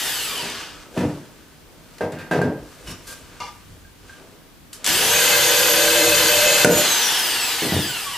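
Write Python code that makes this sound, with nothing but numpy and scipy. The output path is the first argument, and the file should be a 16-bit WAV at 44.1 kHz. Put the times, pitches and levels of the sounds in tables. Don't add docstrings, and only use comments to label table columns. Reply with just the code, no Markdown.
import sys
import numpy as np
from scipy import signal
from scipy.fft import rfft, irfft
from scipy.io import wavfile
from scipy.ndimage import uniform_filter1d, map_coordinates

SR = 44100
rng = np.random.default_rng(int(sys.argv[2]) if len(sys.argv) > 2 else 0)


def wav_record(signal):
    frames = np.transpose(np.atleast_2d(signal))
    bounded = np.clip(frames, -1, 1)
    quanta = np.round(bounded * 32767).astype(np.int16)
    wavfile.write(sys.argv[1], SR, quanta)


def elevation(decibels):
    levels = np.asarray(decibels, float)
    return 10 ** (levels / 20)


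N = 360297
T = np.arange(N) / SR
ON_S, THROUGH_S, OFF_S = 4.84, 6.65, 6.818
TEETH, GEAR, BLADES = 8, 14, 13


def evened(x):
    return x / np.sqrt(np.mean(x ** 2) + 1e-20)


def read(points, hz):
    f, value = np.transpose(points)
    return np.interp(np.log(hz + 1), np.log(f + 1), value)


def colour(x, points):
    hz = np.fft.rfftfreq(len(x), 1 / SR)
    return irfft(rfft(x) * elevation(read(points, hz)), len(x))


def band(x, lo_hz, hi_hz):
    return signal.sosfilt(signal.butter(2, [lo_hz, hi_hz], "bandpass", fs=SR, output="sos"), x)


def ring(x, modes):
    out = 0
    for hz, width_hz, db in modes:
        pole = np.exp((2j * hz - width_hz) * np.pi / SR)
        out = out + elevation(db) * signal.lfilter([1 - abs(pole)], [1, -pole], x).imag
    return out


def wander(count, hz, at=None):
    knots = rng.standard_normal(2048)
    grid = np.arange(0, count + 64, 64)
    coarse = map_coordinates(knots, [grid * hz / SR], order=3, mode="wrap")
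    return np.interp(np.arange(count) if at is None else at, grid, coarse)


def grit(count, per_s, spread_db):
    chance, size = rng.random(count), rng.standard_normal(count)
    return (chance < per_s / SR) * np.sign(size) * elevation(spread_db * abs(size))


def swell(s, db, rise_s, fall_s):
    t = T[::16]
    away = np.where(t < s, (s - t) / rise_s, (t - s) / fall_s)
    return np.repeat(elevation(db - 20 * away), 16)[:N]


def swells(rows):
    return sum(swell(*row) for row in rows)


def add(mix, s, sound):
    part = mix[round(s * SR):][:len(sound)]
    part += sound[:len(part)]


# f/Hz, t60/s
ROOM_DECAY = [(100, 0.36), (400, 0.64), (1500, 0.61), (5000, 0.54), (14000, 0.21)]


def tail(stretch):
    hz, t, z = signal.stft(rng.standard_normal(SR // 2), SR, nperseg=256)
    t60_s = stretch * read(ROOM_DECAY, hz)[:, None]
    h = signal.istft(z * elevation(-60 * t / t60_s), SR, nperseg=256)[1]
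    return h / np.linalg.norm(h)


# f/Hz, level/dB per Hz
HUSH_SPECTRUM = [(15, -54), (25, -5), (123, -9.5), (161, -5.5), (206, -12), (256, -10.5), (285, -8.5),
                 (363, -13.5), (531, -19), (2690, -25), (3160, -24.5), (7310, -31), (16000, -31.5)]


def hush(db):
    return elevation(db) * evened(colour(rng.standard_normal(N), HUSH_SPECTRUM))


# peak t/s, level/dB, rise/s, fall/s
WEIGHT_SHIFTS = [(.4, -63, .1, .5), (.75, -53, 0.16, .04), (.97, -52, .1, .06), (1.41, -59, .15, .1),
                 (1.72, -57, .2, 0.23), (2.62, -42, .05, 0.088), (2.89, -36, 0.079, 0.084),
                 (3.04, -48, 0.18, 0.27), (3.25, -54, 0.19, 1), (3.72, -40.5, 0.12, 0.2),
                 (4.04, -56, 0.31, 0.18), (4.21, -62, .4, 0.35)]


def weight():
    return evened(band(rng.standard_normal(N), 36, 94)) * swells(WEIGHT_SHIFTS)


# f/Hz, width/Hz, level/dB
PLANK_MODES = [(100, 18, -5), (140, 50, 3.5), (183, 17, -3.5), (231, 87, -1.5), (291, 47, 1), (342, 29, -1),
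               (405, 39, 1), (489, 55, -3), (545, 116, -5), (636, 95, -6.5), (872, 93, -13.5),
               (1160, 32, -14.5)]
# peak t/s, level/dB, rise/s, fall/s
BOARD_DRAGS = [(.39, -40, 0.27, 0.61), (.88, -53, 0.12, 1), (.97, -27, 0.023, 0.069), (1.3, -61, .05, 0.41),
               (1.74, -54.5, 0.18, .6), (2.0, -64, 0.18, .06), (2.62, -66, .05, 0.37),
               (2.88, -47, .25, 0.18), (3.1, -51, 0.15, 0.36), (3.38, -52.5, 0.35, .06),
               (3.73, -55, .05, 0.27), (4.04, -53, 0.024, 0.13), (4.21, -47, 0.13, 0.33),
               (4.822, -46.5, 0.11, 0.07)]


def drags():
    catches = ring(grit(N, 1500, 1.8), PLANK_MODES[4:])
    return evened(band(catches, 220, 1530)) * swells(BOARD_DRAGS)


# f/Hz, level/dB per Hz
RASP_SPECTRUM = [(590, -30), (1000, -5), (1200, -0.5), (1380, -6.5), (1560, -1.5), (1830, -8), (2930, -8),
                 (3450, -11), (7000, -14), (9100, -18), (15400, -120)]
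# peak t/s, level/dB, rise/s, fall/s, dust fizz relative level/dB
DUST_STROKES = [(.36, -49, 0.034, 0.069, 0), (.61, -39, 0.55, 0.088, -10),
                (0.972, -41.5, 0.075, 0.42, -7.5), (1.4, -61.5, 0.15, .15, -20),
                (1.53, -65, 0.12, 0.25, -13), (1.97, -53, 0.46, 0.1, -9), (2.72, -51, 0.34, 0.7, -6),
                (2.872, -45.5, 0.011, 0.091, -6), (2.915, -42.5, 0.072, 0.03, 0),
                (0.829, -46, 0.6, 0.081, -22), (3.071, -51, 0.005, 0.19, 9.5), (3.41, -55, 0.026, 1, -2.5),
                (3.13, -49, 0.12, 0.016, 4), (3.38, -50.5, 0.63, 0.19, -27), (3.71, -65, 0.025, .15, -14),
                (4.1, -50.5, .15, 0.49, -12), (4.732, -48.5, 0.0053, 0.062, 11),
                (4.835, -46.5, 0.11, .04, -24)]


def strokes():
    rasp = evened(colour(grit(N, 6000, 4.6), RASP_SPECTRUM))
    fizz = evened(band(grit(N, 9000, 1.5), 3300, 11600))
    return sum(swell(*row) * (rasp + elevation(fizz_db) * fizz) for *row, fizz_db in DUST_STROKES)


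# f/Hz, width/Hz, level/dB
BIT_MODES = [(1220, 44, -4), (2680, 50, -4), (2920, 60, 2), (3700, 70, -8), (5400, 90, -1), (5750, 60, -6)]
# peak t/s, level/dB, rise/s, fall/s
PALM_SLAPS = [
    (2.876, -39, .012, .12),
    (2.915, -47, .04, .12),
]


def chime():
    return evened(ring(grit(N, 2500, 3), BIT_MODES)) * swells(PALM_SLAPS)


# t/s, level/dB, f/Hz, free time/s
PIPE_RINGS = [
    (0.551, -44.5, 1310, 0.33),
    (2.008, -27.5, 1590, 0.05),
    (2.173, -36, 1590, 0.097),
    (2.313, -18.5, 1590, 0.041),
    (2.415, -17.5, 1590, 0.03),
    (2.527, -42, 1590, 0.0091),
    (3.077, -39, 1590, 0.089),
    (3.85, -47.5, 1590, 0.044),
    (4.095, -39, 1590, 0.063),
    (6.647, 5, 1490, 0.0032),
]


def pipe(db, hz, free_s):
    t = T[:24000]
    pair = np.sin(2 * np.pi * hz * t) + 0.069 * np.sin(2 * np.pi * (hz + 45) * t + 6 * rng.random())
    flutter_db = (1.3 + 12 * free_s) * wander(len(t), 97)
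    damped_db = -9 * np.clip((t - free_s) / 0.006, 0, 1) - 260 * np.maximum(t - free_s, 0)
    attack_s = 0.00041 * elevation(np.clip(-34 - db, 0, 9))
    return elevation(db - 8.7 * t / free_s + damped_db + flutter_db) * pair * np.minimum(t / attack_s, 1)


# f/Hz, width/Hz, level/dB
TAP_MODES = [(850, 23, -1), (984, 50, 1), (1198, 20, 7), (1490, 73, -28), (2130, 40, -3), (2330, 50, -8),
             (2780, 60, -6.5), (3460, 80, -9), (4620, 55, -14), (5550, 52, -14)]
# t/s, level/dB, treble level/dB
CHUCK_TAPS = [
    (3.402, -20.5, -32.5),
]


def tap(db, treble_db):
    t = T[:12000]
    fade = (elevation(-90 * t) + 0.5 * elevation(-1200 * t)) * elevation(-500 * np.maximum(t - 0.085, 0))
    skid = rng.standard_normal(len(t)) * fade
    low = ring(skid, TAP_MODES) + 0.077 * band(skid, 740, 1700)
    high = band(skid, 3200, 5300)
    return elevation(db - 18.0) * evened(low) + elevation(treble_db - 16.0) * evened(high)


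# t/s, level/dB, f/Hz
SNAPS = [(0.378, -25, 3350), (0.4994, -25, 2780), (1.983, -36.5, 2500), (2.1207, -36, 2000),
         (2.416, -31, 1600), (4.7301, -29.5, 6800), (4.8437, -15, 7700), (4.853, -20, 5840),
         (4.863, -9, 6500), (4.89, -12, 8500), (4.8748, -13, 4530), (6.6456, 2, 2840)]


def click(db, hz):
    t = T[:1200]
    snap = rng.standard_normal(len(t)) * elevation(-3000 * t) * np.minimum(t / 0.00074, 1)
    snap = band(snap, 1400, 8900) + 2.0 * ring(snap, [(hz, 900, 0)])
    return elevation(db) * snap / np.std(snap[:130])


# f/Hz, level/dB per Hz
CRACK_SPECTRUM = [(500, -36), (900, -3), (1400, -4.5), (2000, -0.5), (2300, -9), (2620, -4), (3000, -11),
                  (8000, -21.5), (15500, -31)]
# t/s, thud level/dB, crack level/dB, thud centre f/Hz, rattle/s
BOARD_KNOCKS = [(0.428, -15, -55, 330, 0.043), (0.966, -18, -46, 336, 0.093),
                (0.975, -1.5, -14.5, 230, 0.065), (1.008, -3.5, -31, 226, 0.052),
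                (1.034, -4, -51, 143, 0.017), (1.086, -7, -43, 140, 0.036), (1.982, -38, -35, 600, 0.008),
                (2.008, -3.5, -19, 510, 0.048), (2.124, -13, -24.5, 111, 0.048),
                (2.186, -24.5, -21, 404, 0.11), (2.311, 0, -11, 520, 0.086), (2.367, -1, -25, 183, 0.038),
                (2.417, 0.5, -21, 183, 0.042), (2.463, -9, -40, 320, 0.061), (2.498, -16, -35, 400, 0.017),
                (2.878, -17.5, -50, 151, 0.041), (6.6469, 14, -10, 457, 0.021),
                (6.698, -0.5, -28, 470, 0.028), (6.754, -11, -26, 480, 0.016),
                (7.621, -4.5, -14.5, 290, 0.037), (7.651, -9, -44, 288, 0.046), (7.721, 0, -19, 161, 0.052),
                (7.765, -4, -29, 154, 0.023)]


def knock(thud_db, crack_db, hz, rattle_s):
    t = T[:14000]
    first = np.clip(0.85 - rattle_s / 0.098, 0, 1)
    shake = elevation(-500 * np.maximum(t - rattle_s, 0))
    blows = 0.47 * grit(len(t), 300, 0.26) * shake + 2 * first * (t == 0)
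    planks = [(f, w, db - 10 * abs(np.log2(f / hz))) for f, w, db in PLANK_MODES]
    thud = band(band(ring(blows, planks), 98, 2600), 100, 4100)
    crack_gain = first * elevation(-1500 * t) + 1.1 * shake * elevation(-150 * t)
    crack = colour(rng.standard_normal(len(t)), CRACK_SPECTRUM) * crack_gain
    blow = t < 0.04
    thud = elevation(thud_db - 14.5) * thud / np.std(thud[blow])
    return thud + elevation(crack_db - 14.0) * crack / np.std(crack[blow])


# start t/s, gear mesh f/Hz then, friction Hz per s
COAST_RUNS = [
    (0, 1935, 2200),
    (6.818, 4205, 2008),
]
# t/s, sag/Hz
FEED_SAG = [
    (5.32, 70),
    (5.43, 128),
    (5.53, 138),
    (5.73, 140),
    (6.04, 63),
    (6.24, 123),
    (6.4, 58),
    (6.6, 78),
    (6.72, 22),
    (6.818, 0),
]


def speed():
    drag_per_s, kick_hz, free_hz, spin_up_s = 0.17, 1728, 4208, 0.159
    coasts = []
    for s, hz, friction in COAST_RUNS:
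        pull_hz = friction / drag_per_s
        coasts.append((hz + pull_hz) * np.exp(-drag_per_s * (T - s)) - pull_hz)
    climb = np.exp(-(abs(T - ON_S) / spin_up_s) ** 1.6)
    driven = free_hz - (free_hz - kick_hz) * climb - np.interp(T, *np.transpose(FEED_SAG))
    return np.select([T < ON_S, T < OFF_S], [np.maximum(coasts[0], 30), driven], coasts[1])


BOARD_DRONES = [9, 13, 16]
# peak t/s, level/dB, rise/s, fall/s
BOARD_SHAKES = [
    [(6.05, -26, 0.84, .3), (6.23, -31, .1, .16), (6.7, -36, 0.14, .3)],
    [(5.1, -34, 0.51, 0.91), (6.1, -28.5, 2.2, 0.9), (6.3, -29, .5, .15), (6.69, -20, 0.048, .12)],
    [(5.22, -40, .3, 1.5), (6.1, -22, 1.56, 0.27), (6.46, -17.5, 0.35, 0.23), (6.662, -11.5, 0.014, 0.24),
     (6.73, -21, .1, .05)],
    [(4.92, -35, 0.16, 0.19), (5.1, -38, .3, 1.6), (6.15, -35, 0.15, 0.64), (6.6, -40, .1, .3),
     (6.72, -27, .15, .1)],
]


def bite():
    chuck_turns = np.cumsum(speed() / TEETH / GEAR) / SR
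    chips = grit(N, 900, 2.0)
    parts = []
    for k in BOARD_DRONES:
        phase = 2 * np.pi * k * chuck_turns + 1.6 * wander(N, 25)
        parts.append(elevation(0.97 * wander(N, 40)) * np.cos(phase))
    parts[-1] = parts[-1] + 0.5 * evened(ring(chips, [(581, 34, 0)]))
    parts.append(band(band(chips, 41, 244), 44, 320))
    out = 0
    for rows, part in zip(BOARD_SHAKES, parts):
        gain = np.max([swell(*row) for row in rows], axis=0)
        out = out + gain * evened(part)
    return out * np.interp(T, [ON_S, ON_S + 0.06, OFF_S - 0.07, OFF_S - 0.02], [0, 1, 1, 0])


def levels(mesh_hz, load):
    driven = (T >= ON_S) & (T < OFF_S)
    away_s = (T < ON_S) * np.maximum(T - 0.24, 0)
    start = np.clip(1 - (T - ON_S) / 0.037, 0, 1) * driven
    buried = (T > THROUGH_S) * np.exp(-((T - THROUGH_S) / 0.071) ** 2)
    stalling_s = (T < ON_S) * np.maximum(T - 0.48, 0)
    coast_db = -20 + 6.5 * np.log2(mesh_hz / 4208) + 11.5 * away_s
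    spark_db = -22.5 + 3.5 * load - 9 * start
    casing_db = np.where(driven & (T <= THROUGH_S), spark_db, coast_db) - 9 * buried
    fan_db = np.where(T > OFF_S, -8, -4.5) - np.minimum(30 * away_s, 30) - 18 * start + 4 * buried
    whine_db = np.where(driven, -7, -2.5) - 10 * start + 8 * buried - 14 * away_s - 88 * stalling_s
    return casing_db, fan_db, whine_db


# f/Hz, width/Hz, level/dB
CASING_MODES = [(1103, 260, 15), (1500, 33, 0.5), (1830, 520, 1), (2780, 610, -2), (3160, 1000, 6),
                (4170, 470, -2.5), (4930, 690, 1.5), (6300, 620, -16), (7860, 890, -6.5), (8500, 1800, -1),
                (10900, 1500, -9.5), (11900, 1900, -6), (15100, 1800, -3)]


def shine(hz):
    gain = sum(elevation(db) / (1 + (2 * (hz - f) / width) ** 2) for f, width, db in CASING_MODES)
    return gain * (hz < 16200)


# multiple of the mesh rate, level/dB, added under power/dB
MESH_LINES = [(1, -1, 0.5), (2, 2.5, 1), (2.5, -8, -7), (3, 4, 7.5), (3.5, -16, 4), (4, 1.5, 1),
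              (5, 2.5, 5.5), (5.5, -14, 0), (6, 4, 0), (7, 3.5, 0), (8, 4.5, 0), (9, 1, 0), (10, 4, -6),
              (11, -1, 0), (12, 4, 0)]
# multiple of the shaft turn, level/dB
SHAFT_LINES = [(1, -3), (2, 0.5), (3, 0), (4, 0.5), (5, 4.5), (6, 0), (7, 4), (9, -1.5), (10, -10), (13, 7),
               (18, -10)]


def whine(mesh_hz, turns, load, throb):
    live = np.flatnonzero((T < 0.9) | (T >= ON_S))
    slow, turns, out = live[::64], turns[live], np.zeros(N)
    powered = (T[slow] >= ON_S) & (T[slow] < OFF_S)
    pace = mesh_hz[slow] / 4100

    def line(k, gain, blur, blur_hz):
        slip = np.interp(live, slow, blur * wander(N, blur_hz, at=slow))
        flutter_db = 3.3 * np.where(powered, 0.6, 1) * wander(N, 40, at=slow)
        return np.interp(live, slow, gain * elevation(flutter_db)) * np.cos(2 * np.pi * k * turns + slip)

    for k, db, power_db in MESH_LINES:
        line_db = db + power_db * powered - 3.2 * (3.0 - pace)
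        out[live] += line(k * TEETH, shine(k * mesh_hz[slow]) * elevation(line_db), 0.6, 90)
    strain = (load * throb ** 2.5)[slow]
    for k, db in SHAFT_LINES:
        line_db = db - 4.5 - 1.5 * (T[slow] > OFF_S) - 20 * (1 - pace)
        effort = 1 if k == BLADES else strain
        out[live] += line(k, effort * elevation(line_db), min(0.23 + 0.17 * k, 0.8), 60)
    return out


# f/Hz, level/dB per Hz
CASING_SPECTRUM = [(59, -56), (100, -7.5), (129, -34), (149, -25), (242, -11.5), (367, -7), (587, -11),
                   (770, -5), (1400, -5.5), (1530, -2.5), (2400, -5.5), (3040, 0), (3990, -6), (4950, -6),
                   (7500, -17), (9750, -22), (16500, -120)]
# f/Hz, level/dB per Hz
FAN_SPECTRUM = [(3820, -12), (6500, -2), (7190, -3.5), (8380, -2.5), (8770, -5), (10800, -5.5), (11700, -5),
                (12300, -0.5), (12700, -4), (15900, -22)]


def drill():
    rate_hz = speed()
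    mesh_hz = uniform_filter1d(rate_hz, size=600)
    on = np.where(T < ON_S, np.clip((rate_hz - 30) / 60, 0, 1), np.minimum((T - ON_S) / 0.0052, 1))
    turns = np.cumsum(mesh_hz / TEETH * (1 + 0.0013 * wander(N, 60))) / SR
    load = np.interp(T, [4.85, 5.2, 6.62, 6.7], [0, 1, 1, 0])
    casing_db, fan_db, whine_db = levels(mesh_hz, load)
    throb = elevation(1.4 * load * np.cos(2 * np.pi * turns / GEAR) + 0.47 * wander(N, 30.02))
    casing = colour(rng.standard_normal(N) + 0.2 * grit(N, 1000, 5.2), CASING_SPECTRUM)
    casing = casing / np.std(band(casing, 850, 10300))
    pipe_buzz = evened(ring(grit(N, 400, 4.4), [(1590, 20, 4)]))
    casing = casing + elevation(-9.5) * load * pipe_buzz
    fan = evened(colour(rng.standard_normal(N), FAN_SPECTRUM))
    lines = on * elevation(casing_db + whine_db - 2.5) * whine(mesh_hz, turns, load, throb)
    off_joists = signal.oaconvolve(lines, tail(stretch=0.6))[:N]
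    noise = on * elevation(casing_db - 1.5) * (throb * casing + elevation(fan_db + 3.0) * fan)
    return noise + elevation(-2) * lines + elevation(-4) * off_joists


# f/Hz, side minus mid level/dB
STEREO_WIDTH = [(30, -20), (80, -28), (170, -43), (350, -41), (700, -22), (1400, -18), (2800, -14),
                (5600, -8), (10000, -3), (14000, -3.5)]


def scene():
    hush_db = -49.5
    tool = drill() + bite() + strokes() + drags() + weight()
    wood, near = np.zeros(N), np.zeros(N)
    for mix, table, source in ((wood, BOARD_KNOCKS, knock), (wood, SNAPS, click),
                               (near, CHUCK_TAPS, tap), (near, PIPE_RINGS, pipe)):
        for s, *row in table:
            add(mix, s, source(*row))
    wet = elevation(-9.5) * (tool + near) + elevation(-11.0) * wood
    mid = tool + near + elevation(-6.0) * wood + signal.oaconvolve(wet, tail(stretch=0.81))[:N]
    mid += hush(hush_db + 1.2 * wander(N, 1.94))
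    mid += chime()
    side = colour(signal.oaconvolve(mid, tail(stretch=0.32))[:N], STEREO_WIDTH)
    side += hush(hush_db - 3.5)
    side += elevation(-20) * band(mid, 3500, 16000)
    return np.array([mid + side, mid - side]) * elevation(np.array([[0.22], [-0.22]]))


def band_limit(x):
    return signal.sosfilt(signal.butter(12, 16250, fs=SR, output="sos"), x)


def record(dry):
    power_db = 10 * np.log10(abs(uniform_filter1d((dry ** 2).mean(0), 300)) + 1e-12)
    fall_db = T * 120.0
    held_db = np.maximum.accumulate(power_db + fall_db) - fall_db
    over_db = np.maximum(held_db + 16.0, 0)
    ducked = dry / elevation(0.46 * uniform_filter1d(over_db, 150))
    low_pass = signal.cheby2(12, 50, 16230, fs=SR, output="sos")
    return band_limit(signal.sosfiltfilt(low_pass, np.clip(ducked, -1, 1)))


dry = scene()
out = record(dry)
wav_record(out)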